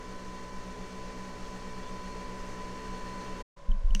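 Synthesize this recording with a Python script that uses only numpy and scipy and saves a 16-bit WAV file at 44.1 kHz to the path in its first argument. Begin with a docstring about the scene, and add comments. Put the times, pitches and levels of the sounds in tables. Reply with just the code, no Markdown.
"""First a capsule coffee machine runs close by: its spinning rotor whines and beats against mains hum,
stirred air whirs, and a thin stream of coffee hisses onto foam in a mug.
Near two seconds a faint squeal rises, while the whole sound slowly grows.
After a brief silence at about 3.4 s the machine is farther off.
Last, the hand-held microphone is bumped and its plastic case clicks."""
import sys
import numpy as np
from scipy import signal
from scipy.fft import rfft, irfft
from scipy.io import wavfile

SR = 44100
rng = np.random.default_rng(int(sys.argv[2]) if len(sys.argv) > 2 else 0)


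def file_out(sig):
    """Save sig as 16-bit WAV at sys.argv[1]."""
    # one column per channel
    cols = np.atleast_2d(sig).T
    # limit, then scale
    lim = np.clip(cols, -1, 1)
    pcm = np.round(lim * 32767).astype(np.int16)
    wavfile.write(sys.argv[1], SR, pcm)


N = 176400
TIME = np.arange(N) / SR
NEAR_END_S, FAR_START_S, FADE_S = 3.426, 3.563, 0.012

# how fast the rotor spins: t/s, speed/(turns per second)
ROTOR_SPEED = [(0, 62.81), (.35, 62.66), (.5, 62.85), (.85, 62.62), (1.05, 62.83), (1.4, 62.63),
               (1.85, 62.68), (2.3, 62.56), (2.5, 62.66), (3.2, 62.57), (4, 62.6)]
# rotor tones, close by (before the swell) and farther off: multiple of the speed, level/dB
ROTOR_NEAR = [(2, -63), (3, -50.5), (4, -58.5), (5, -66), (6, -63.5), (7, -56.5), (8, -61.5), (9, -59.5),
              (10, -63.5), (12, -67.5), (14, -70.5), (17, -67), (18, -67.5), (21, -68), (24, -63.5),
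              (26, -84), (32, -69.5), (34, -76), (35, -74.5), (36, -70.5), (37, -66.5), (43, -72),
              (44, -73.5), (47, -75), (48, -83), (49, -74.5)]
ROTOR_FAR = [(3, -62.5), (5, -73), (6, -71), (7, -84), (8, -67), (9, -61.5), (10, -72), (14, -73),
             (16, -59.5), (17, -63.5), (24, -74)]
# how loud the main whine and the thin whistle are over time: t/s, level/dB
WHINE_LEVEL = [(0, -49.5), (1.55, -50.5), (2, -46.5), (2.6, -47.5), (3.2, -45), (3.4, -46.5)]
WHISTLE_LEVEL = [(0, -69), (1.85, -67), (1.98, -64.5), (2.25, -62), (2.33, -73), (2.52, -65), (2.68, -66),
                 (2.83, -63.5), (3.22, -63), (3.35, -68)]
# electric hum before the swell: multiple of the mains, added multiple of the rotor speed, level/dB
HUM_TONES = [(1, 0, -56), (2, 0, -56.5), (3, 0, -57), (4, 0, -67), (5, 0, -61), (6, 0, -63), (7, 0, -63),
             (8, 0, -66), (2, 1, -65), (2, 2, -61), (3, 2, -68), (6, 1, -67)]
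# steady tones of the housing before the swell: f/Hz, level/dB
HOUSING_TONES = [(195.2, -60), (235, -67), (312.6, -69), (370, -67), (586, -61)]
# hollow spaces that colour the whir, before the swell: f/Hz, width/Hz, level/dB
AIR_HOLLOWS = [(1848, 130, -60), (988, 29, -64.5), (4480, 25, -75), (8980, 70, -85), (11000, 25, -90),
               (14040, 45, -97.5)]
# the colour of each noise, from low to high pitch: f/Hz, relative level/dB
RUMBLE_COLOUR = [(5, -1.5), (32, -3), (48, -17), (75, -29), (200, -52), (1000, -100)]
KITCHEN_COLOUR = [(60, -4), (130, 7), (220, -3), (320, -17.5), (480, -1.5), (600, -1), (800, -10.5),
                  (1050, -3), (1250, -12.5), (1550, -10), (2500, -16), (4200, -20.5), (6100, -21),
                  (9000, -31), (11000, -40), (15000, -49)]
WHIR_COLOUR = [(60, -3.5), (100, -6.5), (220, -3.5), (330, -7), (410, 4), (600, -4), (950, -2.5),
               (1250, -6), (1650, -7.5), (2200, -12.5), (3200, -18.5), (6000, -20), (16000, -50)]
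POUR_COLOUR = [(500, -13), (2000, -1), (3400, 1), (4000, -1), (5200, 1), (6300, 2), (7300, -3.5),
               (9000, -8.5), (9600, -12.5), (12000, -19.5), (14000, -21), (16000, -27)]
FINGER_RUB_COLOUR = [(40, -2), (75, 25), (110, -7), (160, -8), (220, -17), (290, -24), (700, -46)]
SNAP_COLOUR = [(300, -35), (1200, -12.5), (1800, 0), (3500, -5), (5200, -4.5), (6100, 5), (7300, -12),
               (8600, -4), (10200, -24.5), (12000, -16), (13500, -35), (16000, -46)]
# bumps on the microphone: t/s, deep wobble level/dB, case ring level/dB
MIC_BUMPS = [(3.682, -9, -35), (3.736, -30, -41), (3.763, -23, -61), (3.838, -9.5, -61),
             (3.899, -6.5, -40.5), (3.947, -27, -28.5)]
# plastic clicks: t/s, ring f/Hz, ring level/dB, snap level/dB
CASE_CLICKS = [(3.7158, 3080, -33, -65), (3.9063, 2990, -35.5, -55), (3.9496, 2820, -18.5, -26),
               (3.9594, 2920, -32, -56), (3.9968, 2630, -21, -32.5)]


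def amp(db):
    """Turns decibels into a number to multiply by."""
    return 10 ** (np.asarray(db) / 20)


def unit(x):
    """Scales a sound to an average (rms) strength of 1."""
    return x / np.sqrt(np.mean(x ** 2) + 1e-20)


def curve(points):
    """Joins (time, value) points by straight lines."""
    return np.interp(TIME, *np.transpose(points))


def swell(db_per_s):
    """A slowly growing gain that passes 1 halfway through the close-by part."""
    return amp(db_per_s * (TIME - NEAR_END_S / 2))


def shaped(gain):
    """Noise whose strength at each frequency f follows gain(f)."""
    return unit(irfft(rfft(rng.standard_normal(N)) * gain(np.fft.rfftfreq(N, 1 / SR)), N))


def noise(colour):
    """Noise that follows a colour table."""
    hz, db = np.transpose(colour)
    return shaped(lambda f: amp(np.interp(np.log(f + 1), np.log(hz), db)))


def band(hz, width_hz, steepness=4):
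    """Noise gathered around one frequency."""
    return shaped(lambda f: 1 / (1 + ((f - hz) / width_hz) ** steepness))


def wander(rate_hz):
    """Random movement, up to about this fast."""
    return band(0, rate_hz)


def tone(cycles, db):
    """A pure tone that starts at a random point in its wave."""
    return np.sqrt(2) * amp(db) * np.sin(2 * np.pi * (cycles + rng.random()))


def knock(start, rise_s, t60):
    """The loudness of a knock: a rounded rise, and a fall of 60 dB every t60 seconds."""
    age = np.maximum(TIME - start, 0)
    return (1 - np.exp(-(age / rise_s) ** 2)) * amp(np.maximum(-60 * age / t60, -200))


def ring(start, hz, rise_s, t60):
    """A struck part rings at one pitch and dies away."""
    return knock(start, rise_s, t60) * np.sin(2 * np.pi * hz * (TIME - start))


def rumble(db):
    """A deep rumble under everything else."""
    return amp(db) * noise(RUMBLE_COLOUR)


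def kitchen():
    """The steady noise of the room."""
    return amp(-54.5) * noise(KITCHEN_COLOUR) + rumble(db=-51)


def bumps(wobble_hz=23.74, case_hz=200.3):
    """Each nudge of the hand rocks the microphone, rubs its case and makes it ring."""
    rub = amp(-26.5) * noise(FINGER_RUB_COLOUR)
    case_shape = dict(rise_s=0.0058, t60=0.18)
    out = np.zeros(N)
    for start, wobble_db, case_db in MIC_BUMPS:
        wobble = ring(start, wobble_hz, rise_s=0.014, t60=0.29)
        out += amp(wobble_db) * (wobble + rub * knock(start, **case_shape))
        out += amp(case_db) * ring(start, case_hz, **case_shape)
    return out


def clicks(echo_db=-23):
    """Plastic snaps with a short ring and a faint echo from the tiles."""
    snap_noise, echo_noise = noise(SNAP_COLOUR), noise(SNAP_COLOUR)
    out = np.zeros(N)
    for start, hz, ring_db, snap_db in CASE_CLICKS:
        snap = snap_noise * knock(start, rise_s=1 / SR, t60=0.01)
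        echo = amp(echo_db) * echo_noise * knock(start, rise_s=0.0029, t60=0.23)
        out += amp(ring_db) * ring(start, hz, rise_s=0.0011, t60=0.014)
        out += amp(snap_db) * (snap + echo)
    return out


def foam(count=600, low_hz=3194, high_hz=9230, decay_cycles=90):
    """Tiny bubbles of many sizes ring briefly in the foam."""
    age = np.arange(2048) / SR
    out = np.zeros(N + len(age))
    for when, pitch, strength in rng.random((count, 3)):
        octaves = pitch * np.log2(high_hz / low_hz)
        cycles = low_hz * 2 ** octaves * age
        gain = amp(4 * strength - 5 * octaves)  # higher bubbles are quieter
        bubble = np.sin(2 * np.pi * cycles) * np.exp(-cycles / decay_cycles)
        out[int(when * N):][:len(age)] += gain * bubble
    return amp(-68.5) * unit(out[:N])


def squeal(start_s=1.76, length_s=0.32, first_hz=3300, last_hz=3680):
    """One faint, fuzzy squeal rises and levels off, probably air in the spout."""
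    progress = np.clip((TIME - start_s) / length_s, 0, 1)
    hz = first_hz + (last_hz - first_hz) * np.sin(np.pi * progress / 2)
    fade = np.sqrt(abs(np.sin(np.pi * progress)))
    return tone(np.cumsum(hz) / SR, db=-65) * wander(rate_hz=45) * fade


def whistle():
    """A thin, breathy whistle comes and goes with the flow."""
    return amp(curve(WHISTLE_LEVEL)) * band(hz=4320, width_hz=62, steepness=2)


def pour():
    """Coffee sprays inside the machine and runs onto foam: a fine, even hiss."""
    flicker_db = 0.5 * wander(rate_hz=13)
    grain_db = -0.43 * wander(rate_hz=500)
    return noise(POUR_COLOUR) * amp(-57 + flicker_db + grain_db) * swell(db_per_s=0.6)


def whir(turns):
    """Air stirred by the rotor pulses with each turn and sounds the hollows of the machine."""
    air = amp(-50.5) * noise(WHIR_COLOUR)
    for hz, width_hz, db in AIR_HOLLOWS:
        air += amp(db + 0.5 * wander(rate_hz=18)) * band(hz, width_hz)
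    pulse = 1 + 0.076 * (np.cos(2 * np.pi * turns) + np.cos(4 * np.pi * turns))
    flicker_db = 0.92 * wander(rate_hz=25)
    return air * pulse * amp(flicker_db) * swell(db_per_s=0.85)


def hum(turns, mains_hz=60):
    """The motor hums with the mains, some tones shifted by its spin; the housing drones along."""
    electric = sum(tone(round(mains) * mains_hz * TIME + round(spin) * turns, db)
                   for mains, spin, db in HUM_TONES)
    housing = sum(tone(hz * TIME, db) for hz, db in HOUSING_TONES)
    return electric + housing


def rotor(turns, tones, flutter):
    """The rotor sings at multiples of its speed, each tone fluttering in strength."""
    return sum(tone(round(multiple) * turns, db) * (1 + flutter * wander(rate_hz=11.6))
               for multiple, db in tones)


def whine(turns, cycles_per_turn=16):
    """The strongest rotor tone slowly grows, with a slight quaver in level and pitch."""
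    cycles = cycles_per_turn * turns
    quaver = sum(wander(rate_hz=22) * wave(2 * np.pi * cycles) for wave in (np.sin, np.cos))
    return tone(cycles, curve(WHINE_LEVEL)) + amp(-63.5) * quaver


def motor(turns):
    """The motor from close by: tones, hum, a high buzz and the whine grow as the cup fills."""
    tones = (rotor(turns, ROTOR_NEAR, flutter=0.29) + hum(turns)) * swell(db_per_s=0.7)
    buzz_tones = [(multiple, -79.5) for multiple in range(19, 51)]
    buzz = rotor(turns, buzz_tones, flutter=0.46) * swell(db_per_s=2.5)
    return tones + buzz + whine(turns)


def scene():
    """The machine close by, a short silence, then the machine from farther off."""
    speed = curve(ROTOR_SPEED) + 0.064 * wander(rate_hz=10.4)
    turns = np.cumsum(speed) / SR  # turns made so far
    coffee = foam() + squeal() + whistle() + pour()
    near = rumble(db=-42.5) * swell(db_per_s=1) + coffee + whir(turns) + motor(turns)
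    far = kitchen() + bumps() + clicks() + rotor(turns, ROTOR_FAR, flutter=0.2)
    fade_out = np.clip((NEAR_END_S - TIME) / FADE_S, 0, 1)
    fade_in = np.clip((TIME - FAR_START_S) / FADE_S, 0, 1)
    return (near * fade_out + far * fade_in)[None]


def record(dry, top_hz=15720):
    """Takes away the very highest treble."""
    low_pass = signal.firwin(767, top_hz, window=("kaiser", 9), fs=SR)
    return signal.oaconvolve(dry, low_pass[None], "same")


dry = scene()
out = record(dry)
file_out(out)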